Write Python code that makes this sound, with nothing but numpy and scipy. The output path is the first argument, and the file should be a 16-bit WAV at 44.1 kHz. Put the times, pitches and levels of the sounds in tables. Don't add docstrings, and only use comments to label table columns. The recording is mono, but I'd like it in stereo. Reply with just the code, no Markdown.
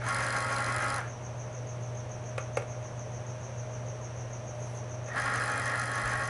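import sys
import numpy as np
from scipy import signal
from scipy.fft import rfft, irfft
from scipy.io import wavfile

SR = 44100
rng = np.random.default_rng(int(sys.argv[2]) if len(sys.argv) > 2 else 0)


def store_wav(level_fs):
    pcm = np.round(np.clip(np.atleast_2d(level_fs), -1, 1) * 32767)
    wavfile.write(sys.argv[1], SR, pcm.T.astype(np.int16))


N = 277389
TIME = np.arange(N) / SR
FREQ = np.maximum(np.arange(N // 2 + 1) * SR / N, 1)
OPPOSITE = np.array([[1], [-1]])


def from_db(db):
    return 10 ** (np.asarray(db) / 20)


def in_time(rows, t=TIME):
    s, *columns = np.transpose(rows)
    return [np.interp(t, s, column) for column in columns]


def over_hz(points, axis=1):
    points = np.array(points)
    return np.interp(np.log(FREQ), np.log(points[:, 0]), points[:, axis])


def rms_one(x):
    return x / np.sqrt(np.mean(np.abs(x) ** 2) + 1e-20)


def drift(rate_hz):
    step = 40
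    r = np.exp(-2 * np.pi * rate_hz * step / SR)
    noise = rng.standard_normal(N // step + 2002)
    slow = signal.lfilter([1], [1, -2 * r, r * r], noise)[2000:]
    return np.interp(np.arange(N) / step, np.arange(len(slow)), rms_one(slow))


def cycles(rate, zero_s):
    count = np.cumsum(rate) / SR
    return count - np.interp(zero_s, TIME, count)


def pair(two, likeness):
    c = np.clip(likeness, -1, 1)
    return np.sqrt((1 + c) / 2) * two[0] + np.sqrt((1 - c) / 2) * two[1] * OPPOSITE


def pan(balance_db):
    return from_db(0.5 * OPPOSITE * balance_db)


def white():
    return rng.standard_normal((2, N)) * np.sqrt(SR / 2)


def colour(two, db, likeness):
    return irfft(pair(rfft(two), likeness) * from_db(db), N)


def cut(x, hz, kind, order=2):
    sos = signal.butter(order, hz, kind, fs=SR, output="sos")
    return signal.sosfilt(sos, x + 1e-18)


def resonance(x, hz, width_hz):
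    r = np.exp(-np.pi * width_hz / SR)
    zeros = np.array([1, 0, -1]) * (1 - r * r) / 2
    poles = [1, -2 * r * np.cos(2 * np.pi * hz / SR), r * r]
    return signal.lfilter(zeros, poles, x + 1e-18)


def burst(age, rise_s, t60):
    age = np.clip(age, 0, 2 * t60)
    return (1 - np.exp(-age / rise_s)) * from_db(-60 * age / t60)


def carriage(index):
    # start_s, standstill_s, gear_db, gear_fade_db_per_s,
    # rail_friction_db, rail_fade_db_per_s, tick_over_friction_db
    runs = [(-.055, 1.145, -32, 0, -42, -3.5, 13), (5.037, 6.6, -31.5, -2, -45.5, -1.1, 12.5)]
    # turns_per_s, tick_s, gear_wheel_crest_s, pulley_crest_s
    drive = [(50.22, .1052, .123, .115), (50.18, 5.1981, 5.267, 5.286)]
    start_s, stop_s, gear_db, gear_fade, rail_db, rail_fade, tick_db = runs[index]
    rate, tick_s, wheel_s, pulley_s = drive[index]
    speed_up_s, brake_s = 0.135, 0.17
    gear_speed_power, rail_speed_power = 1.47, 6
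    wheel_turns, pulley_turns = 4, 6
    wheel_surge_db, pulley_surge_db = 0.9, 0.46

    speeding_up = (TIME - start_s) / speed_up_s
    braking = (stop_s - TIME) / brake_s
    speed = np.clip(np.minimum(speeding_up, braking), 0, 1)
    age = np.clip(TIME, start_s, stop_s) - start_s
    turns = cycles(rate * speed, tick_s)

    wheel = np.cos(2 * np.pi * cycles(rate * speed / wheel_turns, wheel_s))
    pulley = np.cos(2 * np.pi * cycles(rate * speed / pulley_turns, pulley_s))
    surge_db = wheel_surge_db * wheel + pulley_surge_db * pulley
    gear_gain = speed ** gear_speed_power * from_db(gear_db + gear_fade * age + surge_db)

    patches_db = 1.25 * drift(14)
    rail_gain = speed ** rail_speed_power * from_db(rail_db + rail_fade * age + patches_db)
    return gear_gain * gears(turns, speed, rate, index) + rail_gain * rail(turns, rate, tick_db)


def gears(turns, speed, rate, index, flutter=0.5, repeat_share=0.39, spread_rad=0.23):
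    # pitch_hz, first_run_db, second_run_db
    tone_rows = [(50.1, -27, -29), (275.6, -25, -24), (527, -23, -28), (551.3, -18.5, -20),
                 (826.6, -14.5, -15.5), (877, -27, -22), (952, -18.5, -28), (1052, -19, -23),
                 (1102.2, -10, -10.5), (1153, -27, -21), (1226.2, -19.5, -17), (1277.4, -11.5, -13.5),
                 (1378, -11.5, -12), (1402, -16, -16), (1441, -23, -20), (1614, -16, -16),
                 (1691, -17.5, -14.5), (1825.5, -26, -18), (1878.5, -16.5, -24), (1889, -24, -16),
                 (1979, -26, -21), (2017, -20, -26), (2029, -27, -22), (2078, -21, -28), (2102, -24, -25),
                 (2428, -27, -27), (2520, -34, -29)]
    # pitch_hz, first_run_db_per_hz, second_run_db_per_hz
    rasp_rows = [(100, -55, -66), (215, -42, -40), (356, -45.5, -47.5), (507, -43.5, -40.5),
                 (737, -37, -35.5), (900, -43, -42), (1240, -38, -36), (1420, -31, -30.5), (1550, -41, -40),
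                 (1580, -31.5, -30), (1933, -39, -31.5), (1861, -40, -42), (2160, -40, -41.5),
                 (2600, -48, -47.5), (4130, -57, -56), (8000, -63.5, -68)]
    # pitch_hz, correlation (no unit)
    likeness_rows = [(500, 0.95), (1500, 0.93), (2700, 0.76), (4400, 0.36)]
    tooth_cycle_hz = 12.525

    travel = turns / rate + 4e-5 * drift(8)
    body_db = over_hz(rasp_rows, axis=index + 1)
    tones = 0
    for hz, *levels in tone_rows:
        slide_db = np.interp(hz * speed, FREQ, body_db) - np.interp(hz, FREQ, body_db)
        gain = np.sqrt(2) * from_db(levels[index] + slide_db)
        phase = 2 * np.pi * rng.random() + spread_rad * rng.choice([-1, 1]) * OPPOSITE
        surge = 1 + flutter * hz / 1400 * drift(8.8)
        tones = tones + gain * surge * np.sin(2 * np.pi * hz * travel + phase)

    period = round(SR / tooth_cycle_hz)
    spectrum = np.exp(2j * np.pi * rng.random((2, period // 2 + 1)))
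    teeth = rms_one(irfft(spectrum, period)) * np.sqrt(SR / 2)
    repeating = teeth[:, np.arange(N) % period]
    rasp = np.sqrt(repeat_share) * repeating + np.sqrt(1 - repeat_share) * white()
    once_a_turn = 0.14 * np.cos(2 * np.pi * (turns - 0.4))
    rasp = rasp * (1 + once_a_turn + 0.17 * drift(9.4))
    rasp = colour(rasp, body_db - 0.5, over_hz(likeness_rows))
    return (tones * speed ** 2 + rasp) * pan(-1.2)


def rail(turns, rate, tick_db, uneven_db=4.5):
    # pitch_hz, width_hz, friction_db, tick_db
    rail_modes = [(3223, 50, 14, -8), (4150, 170, 6.5, 14), (5016, 274, 10, 7.5), (6240, 1050, -2, 3),
                  (7290, 600, 3.5, 9.5), (8740, 1150, 1, 6.5), (10220, 630, 4, 13.5), (10800, 510, -9, 0)]
    turn = np.floor(turns).astype(int)
    strength = from_db(uneven_db * rng.uniform(-1, 1, 512))[turn % 512]
    tick_shape = burst(turns % 1 / rate, rise_s=0.00062, t60=0.011)
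    ticks = strength * tick_shape * pair(rng.standard_normal((2, N)), 0.61)
    sliding = from_db(2.2 * drift(100)) * pair(rng.standard_normal((2, N)), 0.39)
    out = np.zeros((2, N))
    for k, (hz, width_hz, slide_db, hit_db) in enumerate(rail_modes):
        drive = from_db(slide_db) * sliding + from_db(tick_db + hit_db) * ticks
        out += (-1) ** k * resonance(drive, hz, width_hz)
    return out * pan(1.0)


def gear_catch(rise_s=0.0036):
    # start_s, pitch_hz, level_db, t60_s
    squeaks = [(5.1165, 1890, -24, .035)]
    out = 0
    for s, hz, db, t60 in squeaks:
        age = TIME - s
        out = out + from_db(db) * burst(age, rise_s, t60) * np.sin(2 * np.pi * hz * age)
    return out * pan(-0.89)


def clicks(crack_db=-30, clack_db=-12, tail_db=-34, room_t60=0.21, thud_top_hz=900, wall_hz=7000):
    # start_s, snap_db, thud_db
    click_rows = [(2.3784, -4, -1.5), (2.5699, -1, 7), (2.62, -17, -17), (5.083, -17, -11)]
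    # delay_s, level_db
    contacts = [(0, -6), (.0015, 5.5), (.0052, 1)]
    # pitch_hz, level_db, t60_s
    casing = [(472, -18.5, 0.02), (542, -23, 0.013), (704, -28.5, 0.011), (1226, -22.5, 0.021),
              (1399, -22.5, 0.017), (1680, -26, 0.013), (2130, -30, 0.02), (2230, -26, 0.018),
              (2553, -30, 0.023)]
    out = np.zeros((2, N))
    t = np.arange(SR // 2) / SR

    def grit(likeness):
        return pair(rng.standard_normal((2, len(t))), likeness)

    for s, snap_db, thud_db in click_rows:
        blow = from_db(crack_db + snap_db) * burst(t, 0.0007, 0.032) * grit(0.6)
        for delay, contact_db in contacts:
            age = t - delay
            body = 0
            for hz, db, t60 in casing:
                mode_db = db + (thud_db if hz < thud_top_hz else snap_db)
                body = body + from_db(mode_db) * burst(age, 0.0023, t60) * np.sin(2 * np.pi * hz * age)
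            scrape = burst(age, 0.00016, 0.0049) * grit(0.68)
            clack = from_db(clack_db + snap_db) * cut(scrape, [1100, 2700], "band", order=3)
            blow = blow + from_db(contact_db) * (body + clack)
        tail = from_db(tail_db) * burst(t - 0.005, 0.00076, room_t60) * grit(0.88)
        room = cut(tail, wall_hz, "low", order=1)
        start = round(s * SR)
        answer = signal.fftconvolve(blow, room, axes=1)[:, :len(t)]
        out[:, start:start + len(t)] += blow + answer
    return cut(out, 504, "high", order=3)


def chirping(pulse_s=0.00224, pulse_hz=6370, fall_hz=60, rough=0.3):
    # time_s, chirps_per_s
    pace_rows = [(0, 6.747), (1.05, 6.89), (1.35, 6.46), (1.7, 7.2), (2.3, 6.82), (3.4, 6.832),
                 (3.8, 6.555), (4.6, 6.883), (6.29, 6.76)]
    # time_from_loudest_pulse_s, level_db, centre_hz
    shape = [(-.075, -61, 5940), (-.04, -74, 6080), (-.02, -57, 6200), (.005, -49.5, 6170),
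             (.03, -50.5, 6100), (.055, -58.5, 6050), (.075, -56, 6000)]
    # time_s, level_db
    bed = [(0, -58.5), (2.3, -59.5), (3.5, -57), (4.5, -57), (6.29, -57.5)]
    # time_from_loudest_s, level_db
    pulses = [(-.022, -52.5), (-.001, -47), (0.016, -50.5), (0.033, -74)]
    first_chirp_s = 0.076

    pace = in_time(pace_rows)[0]
    count = cycles(pace, first_chirp_s)
    age = (count - np.round(count)) / pace
    level_db, centre_hz = in_time(shape, age)
    hiss_gain = np.hypot(from_db(level_db), from_db(in_time(bed)[0]))
    out = hiss_gain * narrow_hiss(centre_hz, half_width_hz=424)
    for s, db in pulses:
        within = np.clip((age - s) / pulse_s, -5, 5)
        hz = pulse_hz - fall_hz * within + 50 * drift(145.0)
        phase = 2 * np.pi * np.cumsum(hz) / SR + 0.65 * np.array([drift(32), drift(28)])
        envelope = np.exp(-0.5 * within ** 2) * (1 + rough * drift(33))
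        out = out + np.sqrt(2) * from_db(db) * envelope * np.sin(phase)
    return out * pan(1.3)


def narrow_hiss(centre_hz, half_width_hz):
    noise = rng.standard_normal((2, N)) + 1j * rng.standard_normal((2, N))
    slow = cut(noise, half_width_hz, "low", order=3)
    carrier = np.exp(2j * np.pi * np.cumsum(centre_hz) / SR)
    return pair(rms_one(np.real(slow * carrier)), 0.24)


def hum_and_fan(fan_flutter=0.25):
    # pitch_hz, level_db_per_hz
    air_rows = [(20, -84), (50, -75.5), (70, -74), (102, -63.5), (170, -75.5), (205, -73), (290, -79.5),
                (400, -76), (540, -71.5), (800, -76.5), (1400, -83.5), (2400, -88), (4400, -98.5),
                (7500, -102.3), (11000, -107.3)]
    # pitch_hz, correlation (no unit)
    likeness_rows = [(40, .98), (110, 1), (300, .92), (650, .88), (1400, .62), (2600, .27), (4500, .18),
                     (10000, .1)]
    hum_hz, hum_db = 120, -40
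    fan_hz, fan_db, fan_wander_hz = 613.6, -50.3, 5.5

    hum = from_db(hum_db) * (1 + 0.12 * drift(4.8)) * np.sin(2 * np.pi * hum_hz * TIME)
    blade_hz = fan_hz + fan_wander_hz * drift(2.2)
    blade_gain = from_db(fan_db) * (1 + fan_flutter * drift(4.6))
    blades = blade_gain * np.sin(2 * np.pi * np.cumsum(blade_hz) / SR)
    air = colour(white(), over_hz(air_rows), over_hz(likeness_rows))
    air = air + cut(air, 750, "high", order=1) * (pan(2.2) - 1)
    return np.sqrt(2) * (hum + blades * pan(1.6)) + air


def stirrings():
    # time_s, level_db_per_hz
    swish_rows = [(4.4, -125), (4.58, -107), (4.68, -103), (4.78, -102), (4.83, -125)]
    # time_s, level_db_per_hz
    rumble_rows = [(5.98, -95), (6.06, -61), (6.15, -62), (6.2, -74), (6.29, -67)]
    swish = from_db(in_time(swish_rows)[0]) * cut(pair(white(), 0.81), 2100, "high")
    rumble = from_db(in_time(rumble_rows)[0]) * cut(pair(white(), 0.92), [32, 68], "band")
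    return swish + rumble


def scene():
    drive = carriage(index=0) + carriage(index=1) + gear_catch()
    return drive + clicks() + chirping() + hum_and_fan() + stirrings()


def record(dry):
    cutoff_hz = 11080
    return signal.sosfilt(signal.ellip(12, 0.2, 80, cutoff_hz, fs=SR, output="sos"), dry)


dry = scene()
out = record(dry)
store_wav(out)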